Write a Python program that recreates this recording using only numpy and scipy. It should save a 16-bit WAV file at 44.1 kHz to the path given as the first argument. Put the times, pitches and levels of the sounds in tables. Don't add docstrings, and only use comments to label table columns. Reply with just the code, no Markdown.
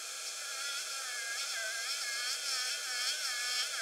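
import sys
import numpy as np
from scipy import signal
from scipy.fft import rfft, irfft, next_fast_len
from scipy.io import wavfile

SR = 44100
rng = np.random.default_rng(int(sys.argv[2]) if len(sys.argv) > 2 else 0)


def to_wav(sig):
    pcm = np.clip(np.atleast_2d(sig), -1, 1) * 32767
    pcm = np.round(pcm).astype(np.int16)
    wavfile.write(sys.argv[1], SR, pcm.T)


N = 168021
TIME = np.arange(N) / SR

# f/Hz, relative level/dB
HISS_SPECTRUM = [(20, -21), (70, -44), (140, -25), (230, -18.5), (350, -7.5), (500, 2.5), (660, 4.5),
                 (800, 1.5), (1100, -6.5), (1350, 3), (1900, -2), (2400, -2), (3300, -0.5), (4300, 2),
                 (5400, 0.5), (6500, 2.5), (8000, -2.5), (10000, -7.5), (12000, -13.5), (14000, -26),
                 (15700, -24)]
# f/Hz, level/dB
WHINE_TONES = [(1352, -59), (1653, -56.5), (2444.5, -56), (3230, -59.5), (6111, -68)]
# f/Hz, relative level/dB
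RASP_SPECTRUM = [(200, -23.5), (700, -5.5), (1250, -13), (2400, 6), (3000, -2), (4000, -2), (4400, 0),
                 (5400, 9), (6000, 5), (8500, 0), (11000, -7), (14500, -17)]
# t/s, relative level/dB
RATTLE_LEVEL = [(.2, -61), (.58, -52.5), (.65, -47.5), (.85, -53.5), (.92, -49.5), (1.27, -53), (1.6, -52),
                (2.05, -45), (2.2, -46), (2.33, -47), (2.39, -54.5), (2.46, -40), (2.54, -37), (2.62, -42),
                (2.72, -40), (2.79, -53), (2.85, -46.5), (3.07, -40.5), (3.17, -48), (3.37, -44.5),
                (3.6, -39), (3.69, -47.5), (3.8, -46.5)]
# t/s, half length/s, relative level/dB
JAW_SCRAPES = [(0.277, 0.013, -45.5), (0.785, 0.025, -46), (1.411, 0.024, -41.5), (1.516, 0.028, -43),
               (1.914, 0.026, -41.5), (2.02, 0.0086, -40), (2.322, 0.032, -38.5), (3.086, 0.018, -35),
               (3.267, 0.046, -41.5), (3.596, 0.029, -48)]
# f/Hz, gain/dB
BRIGHT_SPECTRUM = [(3700, -49), (4650, -5), (4930, 1), (5170, -2), (5400, 0), (5500, 7), (5650, -10),
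                   (5850, -16), (7200, -14), (10000, -26.5), (13000, -47)]
# t/s, gain/dB
REEDY_GAIN = [(.3, 1), (.7, 7.5), (.95, 1.5), (1.42, 2.5), (2.08, 2), (2.22, 7), (2.32, 2), (2.55, 1),
              (2.62, 1), (3.02, 3), (3.08, 1), (3.6, 2.5)]
# t/s, relative level/dB
NASAL_LEVEL = [(.2, -64), (.58, -54), (.65, -50), (.79, -47), (.84, -54.5), (1.12, -55), (1.33, -60),
               (1.41, -45), (1.58, -52), (1.8, -60), (1.93, -43.5), (2.04, -54), (2.33, -47.5), (2.39, -52),
               (2.68, -47), (2.74, -44.5), (2.79, -53), (2.92, -52.5), (3.09, -44), (3.18, -48),
               (3.3, -51.5), (3.53, -46.5), (3.6, -40), (3.66, -46), (3.8, -51.5)]
# t/s, f/Hz
NASAL_HZ = [(.78, 3369), (1.15, 3225), (1.42, 3302), (2.72, 3189), (3.17, 3270), (3.55, 3228)]
# f/Hz, gain/dB
BODY_SPECTRUM = [(2000, -11), (2220, -2), (2500, -4.5), (2730, -1.5), (3050, -8.5), (3700, -3.5),
                 (4200, -24)]
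# f/Hz, gain/dB
NEST_SPECTRUM = [(400, -35), (560, -0.5), (630, 6.5), (656, 1.5), (685, -2.5), (750, -5), (1130, -23.5),
                 (1250, -2.5), (1370, 1.5), (1650, 6), (1750, 4.5), (2000, -2), (2210, -2), (2400, -19)]
# t/s, relative level/dB
HUM_LEVEL = [(.2, -86), (.42, -50), (.69, -44.5), (.78, -47), (.85, -57), (.92, -48.5), (1.08, -47),
             (1.35, -42), (1.39, -53), (1.44, -42.5), (1.48, -56), (1.57, -41), (1.85, -44), (1.97, -51.5),
             (2.09, -41.5), (2.27, -44), (2.39, -53.5), (2.46, -47), (2.62, -44), (2.8, -50), (2.96, -41),
             (3.07, -45.5), (3.18, -51), (3.27, -43), (3.6, -43.5), (3.67, -48.5), (3.72, -51),
             (3.742, -36.5), (3.762, -51), (3.785, -40)]
# t/s, gain/dB
EVEN_GAIN = [(.5, -1), (.7, -13), (.9, -7.5), (1.04, -6), (1.2, -9), (1.35, -12.5), (1.45, -9), (1.6, -16),
             (1.82, -15), (1.95, -4), (2.12, -21), (2.23, 0.5), (2.47, -10), (2.6, -1.5), (3.05, -3.5),
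             (3.26, -10), (3.4, -4.5), (3.8, -6.5)]
# t/s, f/Hz
MUSCLE_PITCH = [(0.27, 272.8), (0.424, 296), (0.451, 272.2), (0.499, 286.7), (0.535, 270.5), (0.589, 264),
                (0.619, 281.4), (0.657, 284), (0.7, 280.8), (0.713, 274.2), (0.781, 282), (0.802, 307.4),
                (0.925, 272.5), (0.995, 271.1), (1.11, 244.8), (1.165, 244.2), (1.205, 232.6),
                (1.32, 232.6), (1.36, 241.3), (1.381, 269.1), (1.412, 280.1), (1.445, 275.4),
                (1.477, 295.3), (1.509, 288.9), (1.567, 226.3), (1.628, 225.2), (1.64, 216.8),
                (1.695, 219.1), (1.735, 237.2), (1.772, 226), (1.837, 232.5), (1.9, 273.7), (1.98, 289.9),
                (2.011, 282.6), (2.041, 242.9), (2.151, 234.5), (2.189, 243.5), (2.247, 242.9),
                (2.292, 253.5), (2.368, 298.2), (2.45, 285.2), (2.52, 263.2), (2.6, 248.8), (2.64, 252.6),
                (2.69, 251.3), (2.715, 286.2), (2.765, 293.7), (2.84, 284.7), (2.876, 255.4), (2.975, 242),
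                (3.068, 254.2), (3.111, 293.2), (3.163, 307.7), (3.214, 304), (3.252, 274.2), (3.31, 247.8),
                (3.373, 241.2), (3.455, 246.2), (3.616, 248.2), (3.638, 278), (3.696, 303.4),
                (3.734, 280.4), (3.803, 222.8)]
# spacing/Hz, width/Hz, share by which the last is narrower, first gain/dB, last gain/dB
NOTCH_ROWS = [(142.64, 98.4, 0.35, -52, -26), (954, 401, 0.68, -52, -17)]


def amp(db):
    return 10 ** (np.asarray(db) / 20)


def unit(x):
    return x / np.sqrt(np.mean(abs(x) ** 2) + 1e-20)


def curve(table):
    return np.interp(TIME, *np.transpose(table))


def response(table, hz):
    f, db = np.transpose(table)
    return amp(np.interp(np.log(hz + 1), np.log(f), db))


def colour(x, table):
    size = next_fast_len(N)
    gain = response(table, np.fft.rfftfreq(size, 1 / SR))
    return unit(irfft(rfft(x, size) * gain, size)[..., :N])


def drift(rate_hz, count=4096):
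    f = np.fft.fftfreq(count, TIME[-1] / count)
    spectrum = np.exp(2j * np.pi * rng.random(count)) / np.sqrt(1 + (f / rate_hz) ** 4)
    return np.interp(TIME, np.linspace(0, TIME[-1], count), unit(np.fft.ifft(spectrum)))


def background(hiss_db=-41, waver=0.31):
    whine = 0
    for hz, db in WHINE_TONES:
        tone = np.exp(2j * np.pi * hz * TIME) * (1 + waver * drift(rate_hz=8))
        whine += amp(db) * unit(tone.real)
    return amp(hiss_db) * colour(rng.standard_normal(N), HISS_SPECTRUM) + whine


def jaw_contact():
    scrape_power = sum(amp(db) ** 2 * np.exp(-((TIME - t) / half) ** 2) for t, half, db in JAW_SCRAPES)
    return np.sqrt(amp(curve(RATTLE_LEVEL)) ** 2 + scrape_power)


def looseness(hz, firm_hz=253, loose_hz=282):
    return np.clip((hz - firm_hz) / (loose_hz - firm_hz), 0, 1)


def mud_rasp(cycle, level_db=-43.7, pulse=0.55, grit=0.24):
    pulsing_noise = rng.standard_normal(N) * (1 + pulse * cycle.real)
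    grains = pulsing_noise * np.exp(grit * drift(rate_hz=90).real)
    return amp(level_db) * colour(grains, RASP_SPECTRUM) * unit(np.sqrt(jaw_contact()))


def jaw_rattle(hz, cycle, unsteady=0.33, nasal_peak_db=6, treble_db=3, middle_db=4):
    reedy_gain, nasal_hz = amp(curve(REEDY_GAIN)), curve(NASAL_HZ)
    chatter = 0.37 * np.maximum(looseness(hz), 0.45)
    treble = middle = 0
    for k in range(8, 40):
        f = k * hz
        harmonic = cycle ** k * (1 + unsteady * drift(rate_hz=8) + chatter * drift(rate_hz=45))
        reedy = reedy_gain * ring(f, centre_hz=4422, width_hz=540)
        nasal = ring(f, nasal_hz, width_hz=250)
        body = response(BODY_SPECTRUM, f) * nasal / abs(nasal)
        treble += ((-1) ** k * (response(BRIGHT_SPECTRUM, f) - reedy) * harmonic).real
        middle -= ((body + amp(nasal_peak_db) * nasal) * harmonic).real
    treble = unit(treble) * jaw_contact() * amp(treble_db)
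    return treble + unit(middle) * amp(curve(NASAL_LEVEL) + middle_db)


def ring(hz, centre_hz, width_hz):
    return 1 / (1 + 2j * (hz - centre_hz) / width_hz) ** 2


def nest_hum(hz, cycle, flutter=0.21, rough=0.14, fifth_rough=0.45, eighth_db=-4.5, boost_db=4):
    even_gain = amp(curve(EVEN_GAIN))
    hum = power = 0
    for k in range(2, 11):
        gain = response(NEST_SPECTRUM, k * hz) * (1 if k % 2 else even_gain)
        wobble = flutter * drift(rate_hz=14) + rough * even_gain * drift(rate_hz=110)
        if k == 5:
            wobble += fifth_rough * (1 - looseness(hz)) * drift(rate_hz=35)
        if k == 8:
            gain *= amp(eighth_db)
        hum += gain * (cycle ** k * (1 + wobble)).real
        power += gain ** 2 / 2
    return hum / np.sqrt(power) * amp(curve(HUM_LEVEL) + boost_db)


def wasp(jitter=0.0036):
    hz = curve(MUSCLE_PITCH) * (1 + jitter * drift(rate_hz=45).real)
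    cycle = np.exp(2j * np.pi * np.cumsum(hz) / SR)
    return nest_hum(hz, cycle) + jaw_rattle(hz, cycle) + mud_rasp(cycle)


def scene():
    return np.tile(wasp() + background(), (2, 1))


def record(dry, per_row=7, cutoff_hz=15750):
    size = next_fast_len(N + SR // 4)
    f = np.fft.rfftfreq(size, 1 / SR)
    spectrum = rfft(dry, size)
    for spacing_hz, width_hz, narrowing, first_db, last_db in NOTCH_ROWS:
        for k in range(1, per_row + 1):
            along = ((k - 1) / (per_row - 1)) ** 2
            offset = 2j * (f - k * spacing_hz) / (width_hz * (1 - narrowing * along))
            centre_gain = amp(first_db + (last_db - first_db) * along)
            spectrum *= (offset + centre_gain) / (offset + 1)
    hollow = irfft(spectrum, size)[:, :N]
    lowpass = signal.firwin(511, cutoff_hz, window=("kaiser", 9), fs=SR)
    return signal.oaconvolve(hollow, lowpass[None], "same")


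dry = scene()
out = record(dry)
to_wav(out)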